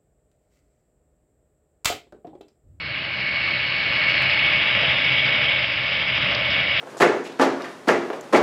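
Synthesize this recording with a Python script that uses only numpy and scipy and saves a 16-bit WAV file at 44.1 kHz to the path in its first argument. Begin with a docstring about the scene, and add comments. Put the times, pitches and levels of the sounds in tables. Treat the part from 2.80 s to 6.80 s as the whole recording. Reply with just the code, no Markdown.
"""Gritty grinding and a gear whine swell up: a tractor drives a wheel trencher across an open field. A few
steps away the teeth chew through soil and set the steel housing ringing; the diesel drones below. Soil hisses
off the conveyor and patters into the trailer, and both drop back after a second and a half as the grinding
brightens. Near the end, two stones click on the steel."""
import sys
import numpy as np
from scipy import signal
from scipy.fft import rfft, irfft
from scipy.io import wavfile

SR = 44100
rng = np.random.default_rng(int(sys.argv[2]) if len(sys.argv) > 2 else 0)


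def generate_wav(signal):
    """Clip the signal to [-1, 1] and save it as 16-bit WAV at the path in sys.argv[1]."""
    frames = np.transpose(np.atleast_2d(signal))
    scaled = np.clip(frames, -1, 1) * 32767
    pcm = np.round(scaled).astype(np.int16)
    wavfile.write(sys.argv[1], SR, pcm)


N = 176400


def from_db(db):
    """Decibels to gain."""
    return 10 ** (np.asarray(db) / 20)


def rms_one(x):
    """Scale to rms 1."""
    return x / np.sqrt(np.mean(x ** 2) + 1e-20)


def automation(rows):
    """Straight ramps between (seconds, value) points, at every sample."""
    return np.interp(np.arange(N) / SR, *np.transpose(rows))


def turning(hz):
    """Phase in radians of something turning at this rate, from a random start."""
    return 2 * np.pi * (np.cumsum(hz * np.ones(N)) / SR + rng.random())


def drift(hz):
    """A smooth random wobble of rms 1, mostly slower than hz."""
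    hop, warm_up = 40, 2000
    pole = np.exp(-2 * np.pi * hz * hop / SR)
    noise = rng.standard_normal(N // hop + warm_up + 2)
    slow = signal.lfilter([1], [1, -2 * pole, pole * pole], noise)[warm_up:]
    return np.interp(np.arange(N) / hop, np.arange(len(slow)), rms_one(slow))


def equalise(x, eq):
    """Shape x with an EQ curve that falls 36 dB an octave beyond its ends; rms 1."""
    hz, db = np.transpose(eq)
    octave = np.log2(np.maximum(np.fft.rfftfreq(N, 1 / SR), 1))
    points = np.log2(hz)
    octaves_beyond = np.abs(octave - np.clip(octave, points[0], points[-1]))
    gain = from_db(np.interp(octave, points, db) - 36 * octaves_beyond)
    return rms_one(irfft(rfft(x) * gain, N))


def resonance(x, hz, width_hz):
    """One ringing mode, gain 1 at its peak."""
    pole = np.exp(-np.pi * width_hz / SR)
    feedback = [1, -2 * pole * np.cos(2 * np.pi * hz / SR), pole * pole]
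    return signal.lfilter(np.array([1, 0, -1]) * (1 - pole * pole) / 2, feedback, x)


def grit_impacts(per_s=3500, spread_db=3, smooth_share=0.46):
    """Dense hits of unevenly sized grit over the smooth rub of fine soil."""
    sizes = from_db(spread_db * np.minimum(rng.exponential(1, N), 5)) * rng.choice([-1, 1], N)
    hits = rms_one(sizes * (rng.random(N) < per_s / SR))
    rub = rng.standard_normal(N)
    return np.sqrt(1 - smooth_share) * hits + np.sqrt(smooth_share) * rub


def soil_stream(fader, eq, bite_db=0, clacks=0, trim_db=0, flicker_db=0):
    """Soil and any pebble clacks striking steel, surging with bite_db and flickering at random."""
    strikes = grit_impacts() + clacks
    surge = from_db(bite_db + flicker_db * drift(30))
    return from_db(automation(fader) + trim_db) * equalise(strikes * surge, eq)


# The engine's fader ride. Each row: time in seconds, level in dB before the trims.
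ENGINE_FADER = [(0, -42.5), (0.5, -40), (0.85, -41), (1.05, -39), (1.4, -37), (1.9, -36), (2.35, -35.5),
                (2.72, -37), (2.9, -40), (3.3, -39), (3.45, -35), (3.6, -36.5), (4, -37.2)]
# Hum of engine and shafts; close tones beat. Each row: pitch in Hz, relative level in dB.
HUM_TONES = [(64.5, -17.5), (75.2, -11), (96, -15), (99.5, -15.5), (123, -7.5), (128.9, -6), (131.9, -15.5),
             (145.2, -19), (150.3, -17.5), (190.3, -14)]
# The exhaust's deep rumble. Each row: frequency in Hz, relative gain in dB.
EXHAUST_EQ = [(20, -17.5), (48, -12.5), (68, -5.5), (120, 2), (195, 0.5), (225, -5.5), (320, -3.5),
              (370, -11), (450, -8), (700, -29)]

def diesel(firing_hz=64.5, hum_trim_db=-2.5, exhaust_trim_db=-1.5):
    """A throbbing hum over an exhaust rumble that puffs with each firing."""
    speed = 1 + .003 * drift(2.5)
    hum = sum(from_db(db + 2.5 * drift(1.9)) * np.sin(turning(hz * speed)) for hz, db in HUM_TONES)
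    puffs = rng.standard_normal(N) * (1 + 0.24 * np.cos(turning(firing_hz * speed)))
    exhaust = from_db(exhaust_trim_db) * equalise(puffs, EXHAUST_EQ)
    return from_db(automation(ENGINE_FADER)) * (from_db(hum_trim_db) * np.sqrt(2) * hum + exhaust)


# The conveyor swells, then drops back. Each row: time in seconds, level in dB before the trims.
CONVEYOR_FADER = [(0, -44), (0.2, -44), (0.68, -37.5), (1.1, -38), (1.4, -35), (1.62, -39.5), (1.85, -44.5),
                  (2.4, -45.5), (2.9, -45.5), (3.4, -47), (3.85, -45), (4, -45.4)]
# The soil's hiss and its fall into the trailer. Each row: frequency in Hz, relative gain in dB.
SPRAY_EQ = [(3300, -15), (3900, 3), (4250, 4), (4500, 3), (4800, -15), (5400, -36.5)]
TRAILER_EQ = [(200, -18), (300, -3.5), (345, -4.5), (420, -16.5), (1400, -20), (1580, 3.5), (1800, 0.5),
              (2050, -12.5)]

def conveyor():
    """Soil sprays off the belt and falls into the trailer."""
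    spray = soil_stream(CONVEYOR_FADER, SPRAY_EQ, trim_db=1, flicker_db=1)
    trailer = soil_stream(CONVEYOR_FADER, TRAILER_EQ, trim_db=-0.5)
    return spray + trailer


# The housing's hollow roar. Each row: time in seconds, level in dB.
HOUSING_FADER = [(0, -48), (0.3, -44.5), (0.6, -40.9), (1, -42.1), (1.2, -38), (1.58, -39), (1.7, -37),
                 (1.92, -40), (2.03, -30), (2.22, -39), (2.7, -33.5), (2.93, -40), (3.3, -38),
                 (3.48, -35.5), (3.75, -35.5), (4, -35)]
# Resonances of the steel cover. Each row: frequency in Hz, width in Hz, relative level in dB.
HOUSING_MODES = [(448, 69, -13.5), (530.4, 50, -3.5), (592, 51.6, 0.5), (685, 50, -4.5)]

def housing():
    """Clods drum on the wheel's cover and set it ringing."""
    clods = grit_impacts()
    ring = sum((-1) ** k * from_db(db) * resonance(clods, hz, width_hz)
               for k, (hz, width_hz, db) in enumerate(HOUSING_MODES))
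    ring = signal.sosfilt(signal.butter(2, [380, 800], "band", fs=SR, output="sos"), ring)
    return from_db(automation(HOUSING_FADER)) * rms_one(ring)


# Stone hits; the first two merge into one click. Each row: start in seconds, level in dB, decay in seconds.
STONE_HITS = [(3.548, -22, .003), (3.551, -23, .002), (3.703, -30, .018)]
# Their bright crack. Each row: frequency in Hz, relative gain in dB.
STONE_EQ = [(2200, -23), (3400, -3), (4400, -7), (5100, -4), (5600, -22), (6200, -35)]

def stones():
    """Stones crack on the steel in short bursts of noise."""
    t = np.arange(N) / SR
    envelope = sum(from_db(db) * (t >= start) * np.exp(-np.maximum(t - start, 0) / decay)
                   for start, db, decay in STONE_HITS)
    return envelope * equalise(rng.standard_normal(N), STONE_EQ)


# The whine's waver. Each row: time in seconds, pitch in Hz.
WHINE_PITCH = [(0, 2226), (.36, 2228), (.49, 2218), (.63, 2229), (.72, 2221), (.82, 2227), (.94, 2221),
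               (1.05, 2231), (1.18, 2221), (1.38, 2221), (1.48, 2229), (1.56, 2220), (1.66, 2232),
               (1.8, 2220), (1.89, 2231), (2.03, 2216), (2.24, 2221), (2.34, 2236), (2.47, 2222),
               (2.57, 2238), (2.69, 2224), (2.8, 2230), (3.12, 2229), (3.33, 2216), (3.72, 2226),
               (3.88, 2236), (4, 2224)]
# Its swells and dips. Each row: time in seconds, level in dB before the trim.
WHINE_FADER = [(0, -36), (.25, -36), (.48, -27.5), (.78, -27.5), (.98, -29.5), (1.25, -24.5), (1.68, -24),
               (1.92, -25.5), (2.1, -33), (2.3, -24), (2.77, -26), (2.9, -37.5), (3.15, -28.5),
               (3.45, -34.5), (3.7, -27.5), (4, -28)]
# Faint drive-train tones. Each row: pitch in Hz, level in dB relative to the grinding's fader.
DRIVE_TONES = [(1068, -29.5), (1740, -21.5), (2905, -16)]

def gears(trim_db=-.3, octave_trim_db=-8.5, flutter_db=1.1, jitter_hz=2.5):
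    """The drive gear whines; its octave rides the conveyor's fader, fainter tones ride the grinding's."""
    mesh = turning(automation(WHINE_PITCH) + jitter_hz * drift(30))
    whine = from_db(automation(WHINE_FADER) + trim_db + flutter_db * drift(25)) * np.sin(mesh)
    octave = from_db(automation(CONVEYOR_FADER) + octave_trim_db + drift(10)) * np.sin(2 * mesh)
    tones = sum(from_db(db + 1.4 * drift(5)) * np.sin(turning(hz * (1 + .003 * drift(10))))
                for hz, db in DRIVE_TONES)
    return np.sqrt(2) * (whine + octave + from_db(automation(GRIND_FADER)) * tones)


def pebbles(per_s=70, relative_db=-12, spread_db=1.2):
    """Pebbles rattle in the wheel: sparse, sharp clacks that stand out of the grit."""
    sizes = from_db(spread_db * np.clip(rng.standard_normal(N), -2, 2)) * rng.choice([-1, 1], N)
    return from_db(relative_db) * rms_one(sizes * (rng.random(N) < per_s / SR))


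# The cut in four layers, dark to bright: churning soil, grinding, its sharp edge, fine grit.
# Each row: time in seconds, level in dB before the trim.
CHURN_FADER = [(0, -44), (0.4, -39.5), (0.85, -37.5), (1.05, -36.5), (1.55, -34), (1.85, -34.5), (2.1, -33),
               (2.35, -36.5), (2.68, -34.8), (2.9, -39), (3.28, -36), (3.43, -33.5), (3.65, -36),
               (4, -35.5)]
GRIND_FADER = [(0, -36), (0.12, -29), (0.3, -27.5), (0.55, -25), (0.75, -24.5), (1, -24), (1.22, -21.5),
               (1.45, -20.5), (1.65, -20), (2.05, -20), (2.4, -21.5), (2.7, -22), (2.92, -24.5),
               (3.15, -23.7), (3.3, -23.5), (3.45, -22), (3.56, -24.5), (3.75, -21.5), (3.92, -22.5),
               (4, -22)]
EDGE_FADER = [(0, -47), (0.15, -41), (0.6, -39.5), (1, -35.0), (1.5, -32.5), (1.72, -27.5), (2.05, -27),
              (2.4, -26.5), (2.72, -26.5), (2.9, -32), (3.25, -29.5), (3.47, -28), (3.6, -31.5),
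              (3.72, -27.5), (3.85, -29.5), (4, -26.5)]
GRIT_FADER = [(0, -54.5), (0.4, -47), (0.9, -46), (1.35, -42), (1.7, -42.5), (2.4, -41.0), (2.7, -43),
              (3, -44.5), (3.4, -43), (3.85, -45), (4, -40)]
# The tone of each layer. Each row: frequency in Hz, relative gain in dB.
CHURN_EQ = [(400, -25.5), (730, -9.5), (790, 0), (860, 0.5), (960, -4.5), (1130, 1.5), (1480, 0.5),
            (1900, -11.5), (2600, -34)]
GRIND_EQ = [(1100, -36), (1500, -15), (1580, -9.5), (1850, -6), (2080, -2), (2250, 0.5), (2500, -2.5),
            (2850, -2), (3100, -10.5), (3600, -24), (4200, -46)]
EDGE_EQ = [(2300, -21), (2900, -1), (3300, 0.5), (3600, -4.5), (3900, -8), (4150, -24), (5000, -44)]
GRIT_EQ = [(4100, -26.5), (4550, -1), (5000, 4.5), (5280, -3.5), (5500, -13.5), (5800, -14), (6050, -22.5),
           (6300, -44.5)]

def cutting_wheel(teeth_hz=13.4, shake_hz=64):
    """Teeth bite in turn, churning and grinding the soil and flinging grit; the wheel shakes unevenly."""
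    tooth_phase = turning(teeth_hz * (1 + .03 * drift(3.9)))
    bite_db = 0.94 * np.sin(tooth_phase) + 0.8 * drift(shake_hz)
    clacks = pebbles()
    churn = soil_stream(CHURN_FADER, CHURN_EQ, .5 * bite_db, .5 * clacks, trim_db=.5, flicker_db=.8)
    grind = soil_stream(GRIND_FADER, GRIND_EQ, bite_db, clacks, trim_db=-1, flicker_db=.3)
    edge = soil_stream(EDGE_FADER, EDGE_EQ, .95 * bite_db, clacks, trim_db=.5, flicker_db=1)
    grit = soil_stream(GRIT_FADER, GRIT_EQ, 1.1 * bite_db, clacks, trim_db=.5, flicker_db=1.4)
    return churn + grind + edge + grit


def scene():
    """The whole machine in the open air, mono."""
    return (diesel() + gears() + cutting_wheel() + housing() + conveyor() + stones())[None]


def record(dry, treble_cut_hz=6200, ceiling_hz=16000, tick_s=1.4234):
    """The machine's treble is cut steeply; one faint, dry tick reaches above the cut."""
    narrow = signal.sosfilt(signal.ellip(12, .1, 90, treble_cut_hz, fs=SR, output="sos"), dry)
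    impulse = from_db(-17.5) * (np.arange(N) == int(tick_s * SR))
    tick = signal.lfilter(*signal.butter(1, 7000, fs=SR), impulse)
    return signal.sosfilt(signal.ellip(10, .1, 80, ceiling_hz, fs=SR, output="sos"), narrow + tick)


dry = scene()
out = record(dry)
generate_wav(out)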